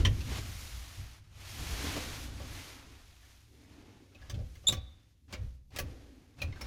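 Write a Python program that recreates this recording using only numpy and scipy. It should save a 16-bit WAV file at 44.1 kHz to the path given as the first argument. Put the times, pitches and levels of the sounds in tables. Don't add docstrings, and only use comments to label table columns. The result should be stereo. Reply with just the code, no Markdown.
import sys
import numpy as np
from scipy import signal
from scipy.fft import rfft, irfft
from scipy.io import wavfile
from scipy.ndimage import uniform_filter1d

SR = 44100
rng = np.random.default_rng(int(sys.argv[2]) if len(sys.argv) > 2 else 0)


def amplitude_ratio(level_db):
    exponent = np.asarray(level_db, float) / 20
    return 10 ** exponent


def store_wav(level_fs):
    pcm = np.round(np.clip(np.atleast_2d(level_fs), -1, 1) * 32767)
    wavfile.write(sys.argv[1], SR, pcm.T.astype(np.int16))


N = 293706


def evened(x):
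    return x / np.sqrt(np.mean(x ** 2) + 1e-20)


def read(points, hz):
    f, value = np.transpose(points)
    return np.interp(np.log(hz + 1), np.log(f + 1), value)


def curves(rows):
    s, *columns = np.transpose(rows)
    return [np.interp(np.arange(N) / SR, s, c) for c in columns]


def sides(pan_db):
    return amplitude_ratio(np.array([pan_db / 2, -pan_db / 2]))


def add(mix, s, sound):
    part = mix[:, round(s * SR):][:, :sound.shape[1]]
    part += sound[:, :part.shape[1]]


def peaks_db(s, level_db, before, after):
    t = np.arange(N) / SR
    events = []
    for k, (at, db) in enumerate(zip(s, level_db)):
        lost_db = np.where(t < at, before(k, at - t), after(k, t - at))
        events.append(db - lost_db)
    return np.max(events, axis=0)


def noise(spectrum, patchy_db, tilt_db=0, size=512):
    # f/Hz, likeness (1 = the same)
    likeness = [(60, 0.69), (250, 0.9), (1000, 0.17), (3500, 0.2), (12000, 0.05)]
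    frames, hz = N * 4 // size + 5, np.fft.rfftfreq(size, 1 / SR)
    a, b, c, d, patches = rng.standard_normal((frames, len(hz), 5)).T
    patches = uniform_filter1d(patches, size=8, axis=0)
    patches = evened(uniform_filter1d(patches, size=12, axis=1))
    tilt_db = np.interp(np.arange(frames) * size / 4, np.arange(N), tilt_db * np.ones(N))
    same = np.clip(read(likeness, hz), -1, 1)[:, None]
    left = a + 1j * b
    right = same * left + np.sqrt(1 - same ** 2) * (c + 1j * d)
    octaves = np.log2((hz + 50) / 3500)
    shape_db = read(spectrum, hz)[:, None] + patchy_db * patches + np.outer(octaves, tilt_db)
    z = np.array([left, right]) * amplitude_ratio(shape_db)
    return evened(signal.istft(z, nperseg=size, noverlap=size * 3 // 4)[1][:, :N])


def cloth():
    # t/s, level/dB, brightness/dB per octave
    rustle = [(0, -51.5, -0.5), (.24, -50, 1), (.3, -42.5, -1), (.385, -39.5, -1), (.41, -46.5, 0.5),
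              (.62, -47, 1.5), (1.0, -51, 0.5), (1.17, -57, -0.5), (1.22, -67.5, -.6), (1.3, -66, -1),
              (1.42, -51, -0.2), (1.5, -46, 1), (1.88, -37, -0.6), (2.15, -43, -0.5), (2.24, -45.5, 0.9),
              (2.31, -52.5, -1), (2.38, -50.5, -0.6), (2.58, -45.5, -0.15), (2.7, -48.5, -0.2),
              (2.85, -56.5, -1.5), (3.2, -62, 0.5), (3.3, -59, 0.2), (3.48, -67, 1.5), (3.75, -61.5, -2),
              (3.9, -62.5, -2.5), (4.12, -68, 0), (4.55, -64, 2), (5.0, -73, 1.5), (5.12, -75, 2.5),
              (5.16, -81, 5.5), (5.3, -78.5, 5), (5.45, -66, 1), (5.56, -75, 5.5), (5.6, -83, 8.5),
              (5.72, -82, 7), (5.88, -61, -1.5), (6.3, -69, -0.5), (6.66, -68.5, -2)]
    # f/Hz, relative density/dB per Hz
    hiss = [(180, -30), (300, 1.5), (385, -18), (418, -14.5), (462, -13), (667, -8), (930, -8),
            (2280, -5.5), (6740, -13), (7690, -18.5), (10900, -17.5), (15000, -23), (16000, -43.5),
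            (16300, -70)]
    # loudest t/s, level/dB, rise/s, fade/dB per s
    scuffs = [(0.0, -42.5, .01, 296.5), (4.26, -60.5, 0.14, 44), (4.67, -61, .035, 40.5),
              (5.32, -56, 0.038, 82.5), (5.756, -52.5, 0.037, 74), (6.39, -57, 0.019, 47),
              (6.66, -50.5, 0.12, 45)]
    onset_db = -11
    scuff_bright_db = -3.0
    level_db, bright_db = curves(rustle)
    s, peak_db, rise, fade = np.transpose(scuffs)

    def before(k, t):
        return -onset_db * t / rise[k] + 4000 * np.maximum(t - rise[k], 0)

    def after(k, t):
        return fade[k] * t

    scuff_db = peaks_db(s, peak_db, before, after)
    share = 1 / (1 + amplitude_ratio(2 * (level_db - scuff_db)))
    both_db = level_db - 10 * np.log10(1 - share + 1e-9)
    flutter_db = 0.65 * evened(uniform_filter1d(rng.standard_normal(N), size=300))
    tilt_db = bright_db + share * (scuff_bright_db - bright_db)
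    return amplitude_ratio(both_db + flutter_db) * noise(hiss, patchy_db=0.5, tilt_db=tilt_db)


def resonate(x, hz, width):
    turn = np.exp(2j * np.pi * np.cumsum(hz * np.ones(x.shape[-1])) / SR)
    r = np.exp(-np.pi * width / SR)
    return 2 * (turn * signal.lfilter([1 - r], [1, -r], x / turn + 1e-18)).real


def loads_db():
    # t/s, deep boom/dB, upper boom/dB, drumming/dB
    slow_load = [(0, -23.5, -45, -43), (.2, -49, -39, -54), (.55, -45, -48, -77), (.7, -55, -57, -68),
                 (1.09, -59, -60, -76), (1.33, -57, -54.5, -97), (1.59, -51.5, -49, -53),
                 (1.8, -46, -46, -50.5), (2.15, -45, -50, -54), (2.43, -46.5, -47, -57.5),
                 (2.54, -48, -48, -54), (2.75, -59, -59, -62.5), (2.93, -53.5, -64, -65.5),
                 (3.2, -60.5, -69, -78), (3.47, -63.5, -60, -76), (3.53, -66, -61, -62),
                 (3.8, -62, -59, -56.5), (4.13, -73, -63, -62), (4.23, -52.5, -57, -73),
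                 (4.6, -56, -56.5, -66), (5.21, -70.5, -67, -80.5), (5.351, -60, -49, -61),
                 (5.62, -59, -72.5, -95), (5.75, -56, -51.5, -63.5), (5.95, -54, -58, -55),
                 (6.1, -57, -64, -61.5), (6.32, -67.5, -63.5, -64), (6.66, -57, -61, -58)]
    # arrival t/s, held/s, deep boom/dB, upper boom/dB, drumming/dB
    thumps = [(.06, 0.024, -29, -24.5, -38.5), (.16, 0.022, -36, -35, -49), (.29, 0.032, -42, -36.5, -47),
              (.38, 0.0088, -42, -36.5, -49.5), (.44, .05, -48, -42.5, -56.5),
              (.62, 0.014, -46, -56, -57.5), (.72, 0.025, -42.5, -61, -75), (.77, 0.023, -44, -49.5, -64),
              (.985, 0.026, -44.5, -44, -65), (1.61, 0.013, -38.5, -39, -53), (1.69, 0.012, -35, -48, -54),
              (1.85, 0.019, -54, -37.5, -44), (1.97, 0.0051, -49, -40, -39.5),
              (4.329, 0.083, -39.5, -38.5, -53.5), (4.71, 0.059, -42, -37.5, -53),
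              (5.4, 0.034, -38.5, -41, -62), (5.809, 0.058, -44.5, -39.5, -50),
              (6.436, 0.06, -43, -38, -56), (6.639, .03, -42.5, -49, -59)]
    lags_s = (0.014, .004, 0.0019)
    rises_db_per_s, fades_db_per_s = (260, 300, 349.5), (96.5, 256, 303)
    s, held, *columns = np.transpose(thumps)
    levels = []
    for slow_db, db, lag, rise, fade in zip(curves(slow_load), columns, lags_s, rises_db_per_s, fades_db_per_s):
        thump_db = peaks_db(s + lag, db, lambda k, t: rise * t,
                            lambda k, t: fade * np.maximum(t - held[k], 0))
        levels.append(np.maximum(slow_db, thump_db))
    return levels


def floor():
    # f/Hz, relative density/dB per Hz
    drum = [(71, -32), (120, -2), (167, -11.5), (274, 2.5), (344, -7), (462, -8.5), (626, -15.5),
            (900, -21), (1170, -58.5), (1980, -120)]
    # f/Hz, width of the first of two passes/Hz, level/dB
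    cavity = [(57.6, 10, -3), (42.4, 40, -4)], [(93.6, 20.1, -3.5), (78.9, 25, -3)]
    *boom_db, drum_db = loads_db()
    out = amplitude_ratio(drum_db) * noise(drum, patchy_db=2.35, size=2048)
    for level_db, modes in zip(boom_db, cavity):
        drive = rng.standard_normal(N) + 0.29 * rng.standard_normal((2, N))
        rings = 0
        for hz, width, db in modes:
            once = resonate(drive, hz, width)
            rings = rings + amplitude_ratio(db) * evened(resonate(once, hz, 2.2 * width))
        swelling = uniform_filter1d((rings ** 2).mean(0), size=1500) + 0.034
        out += amplitude_ratio(level_db) * evened(rings / swelling ** 0.38)
    return out


def hit(ring_hz, ring_db, ring_t60, knock_db, sharp_db):
    # f/Hz, level/dB
    grit_colour = [(300, -24.5), (1000, -4), (2500, -1.5), (6500, -6.5), (8000, -11.5), (16000, -8.5)]
    # f/Hz, highest relative level/dB, t60/s
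    board = [(193, -3, 0.095), (285.5, -8.5, 0.063), (355, -8.5, 0.069), (514, -13.5, 0.5),
             (553, 7.5, 0.04), (623, -16.5, 0.33), (760.6, -10.5, 0.2), (1139, -10, 0.094)]
    grit_t60, crack_t60 = 0.061, 0.015
    second_hz, second_db = 1.7 * ring_hz, ring_db - 18.5
    t = np.arange(round(.6 * SR)) / SR
    crack = rng.standard_normal(len(t)) * (amplitude_ratio(-60 * t / grit_t60) + 2.1 * amplitude_ratio(-60 * t / crack_t60))
    hz = np.fft.rfftfreq(2 * len(t), 1 / SR)
    colour = amplitude_ratio(read(grit_colour, hz) + sharp_db * np.clip(hz / 11000, 0, 1) ** 2)
    grit = irfft(rfft(crack, 2 * len(t)) * colour)[:len(t)]
    rings = amplitude_ratio(ring_db) * np.sin(2 * np.pi * ring_hz * t)
    rings += amplitude_ratio(second_db) * np.sin(2 * np.pi * second_hz * t)
    rings *= amplitude_ratio(-60 * t / ring_t60)
    knock = 0
    for (f, db, t60), (weaker, phase) in zip(board, rng.random((len(board), 2))):
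        knock = knock + amplitude_ratio(db - 10 * weaker - 60 * t / t60) * np.sin(2 * np.pi * (f * t + phase))
    knock = knock * (1 - np.exp(-t / 0.0017))
    return grit / abs(grit).max() + rings + amplitude_ratio(knock_db) * knock / abs(knock).max()


def squeak():
    # t/s, pitch/Hz, level/dB
    glide = [(4.666, 3560, -56.5), (4.669, 3570, -37.5), (4.671, 3610, -16), (4.677, 3445, -18.5),
             (4.683, 3710, -20.5), (4.686, 3830, -15.5), (4.691, 3760, -44)]
    # multiple of the pitch, level/dB
    overtones = [(1, -2), (2, -10), (3, -18.5), (4, -31)]
    s, hz, level_db = np.transpose(glide)
    t = np.arange(s[0], s[-1], 1 / SR)
    waver = 1 + .007 * evened(uniform_filter1d(rng.standard_normal(len(t)), size=60))
    turns = np.cumsum(np.interp(t, s, hz) * waver) / SR
    stack = sum(amplitude_ratio(db) * np.cos(2 * np.pi * round(k) * turns) for k, db in overtones)
    return s[0], amplitude_ratio(np.interp(t, s, level_db)) * stack


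def room(x, echo_db, early_db, tail_db, lasting):
    # delay t/s, level before echo_db is added/dB
    echoes = [(.0031, 4), (.0068, -5.5), (.0104, -5.5), (.0137, 0.5), (.0185, -7.5), (.024, -10)]
    # f/Hz, t60/s
    tail_t60 = [(250, 1), (1000, 0.97), (3500, 0.39), (7000, 0.11), (14000, 0.13)]
    taps = np.zeros((2, SR))
    at = np.arange(100, SR - 20, 20) + rng.integers(0, 20, (2, (SR - 101) // 20))
    np.put_along_axis(taps, at, rng.choice([-1., 1.], at.shape), 1)
    hz, t, z = signal.stft(taps, SR, nperseg=256)
    fade = amplitude_ratio(-60 * t / (lasting * read(tail_t60, hz)[:, None]))
    tail = signal.istft(z * fade, SR, nperseg=256)[1][:, :SR]
    early = taps * amplitude_ratio(-60 * np.arange(SR) / SR / 0.085)
    response = amplitude_ratio(tail_db) * tail / np.linalg.norm(tail[0])
    response += amplitude_ratio(early_db) * early / np.linalg.norm(early[0])
    response[:, 0] += 1
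    for k, (s, db) in enumerate(echoes):
        at_each_side = round(s * SR) + np.array([0, 5 * (-1) ** k])
        response[[0, 1], at_each_side] += amplitude_ratio(db + echo_db)
    return signal.fftconvolve(x, response, axes=1)[:, :N]


def scene():
    # t/s, level/dB, ring f/Hz, ring/dB, ring t60/s, knock/dB, sharpness/dB
    hits = [(.0517, -18, 3130, -2, 0.016, -32, -20.5), (.2079, -39, 2720, 0, 0.019, -20, -17),
            (.335, -50.5, 2930, -2, 0.018, -2, -16), (.372, -53.5, 1650, -13, .015, -7, -18),
            (1.9644, -33.5, 2370, -5, .015, -3.5, -18.5), (2.4014, -47, 1160, -4, 0.016, 5.5, -19),
            (3.2296, -54.5, 1740, 0, .02, -26, -18), (4.149, -51, 2540, 2, 0.029, -4.5, -19),
            (4.2163, -51, 1690, 0.5, 0.043, -7, -18), (4.2984, -34.5, 3530, -2.2, 0.011, -14, -11),
            (4.3435, -42, 2230, -5, .015, -14, -19.5), (4.3904, -52.5, 1120, -10.5, 0.014, 8, -25.5),
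            (4.555, -48.5, 2140, -5, 0.017, -12.5, -8), (4.6403, -54.5, 1170, -1, .02, 1.5, -14.5),
            (4.6872, -28, 2510, -11, .015, -11, -8), (4.7247, -28, 2250, -1, 0.012, -5.5, -7.5),
            (4.7694, -47, 2520, -5, .022, -3, -20), (5.3274, -35, 2700, -14, .015, -6, -10.5),
            (5.3373, -32.5, 2270, -1, 0.016, -15, -27), (5.7069, -57, 1010, -6, 0.028, -10, -17.5),
            (5.7628, -28, 2200, -9, 0.018, -13, -10), (5.7884, -24, 2540, -3, 0.0088, -8.5, 2.5),
            (6.3979, -49.5, 2600, -0.5, 0.27, -19, -49), (6.4184, -29.5, 2446, -1.5, 0.045, -8.5, -12),
            (6.5251, -43.5, 2160, -0.5, 0.028, -22, -49), (6.5605, -49, 1590, 5, 0.025, -12, -36),
            (6.6118, -34.5, 2180, -1.5, 0.025, -9, -6.5), (6.615, -43.5, 5380, 5.5, 0.021, -5, -16)]
    *blow_groups, sole = np.zeros((4, 2, N))
    for k, (s, level_db, *blow_settings) in enumerate(hits):
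        blow = hit(*blow_settings)
        add(blow_groups[k % len(blow_groups)], s - .001, amplitude_ratio(level_db) * sides(3.7)[:, None] * blow)
    s, rubber = squeak()
    add(sole, s, sides(-.7)[:, None] * rubber)
    steps = sum(room(blows, echo_db=-9, early_db=1.0, tail_db=-17.5, lasting=0.72) for blows in blow_groups)
    squeal = room(sole, echo_db=-10.5, early_db=0.0, tail_db=-17, lasting=1.6)
    return steps + squeal + cloth() + floor()


def low_pass(x):
    return signal.sosfilt(signal.butter(12, 16490, fs=SR, output="sos"), x)


def record(dry):
    # f/Hz, left minus right/dB
    port_colour = [(60, -0.5), (150, 0), (380, 0.5), (950, -0.5), (2380, -2), (5980, 10.5), (15000, 4)]
    port_delay = .00025
    hz = np.fft.rfftfreq(N, 1 / SR)
    delays = np.exp(-2j * np.pi * np.outer([0, port_delay], hz))
    ports = sides(read(port_colour, hz)) * delays
    mix = irfft(rfft(dry) * ports, N)
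    return low_pass(mix)


dry = scene()
out = record(dry)
store_wav(out)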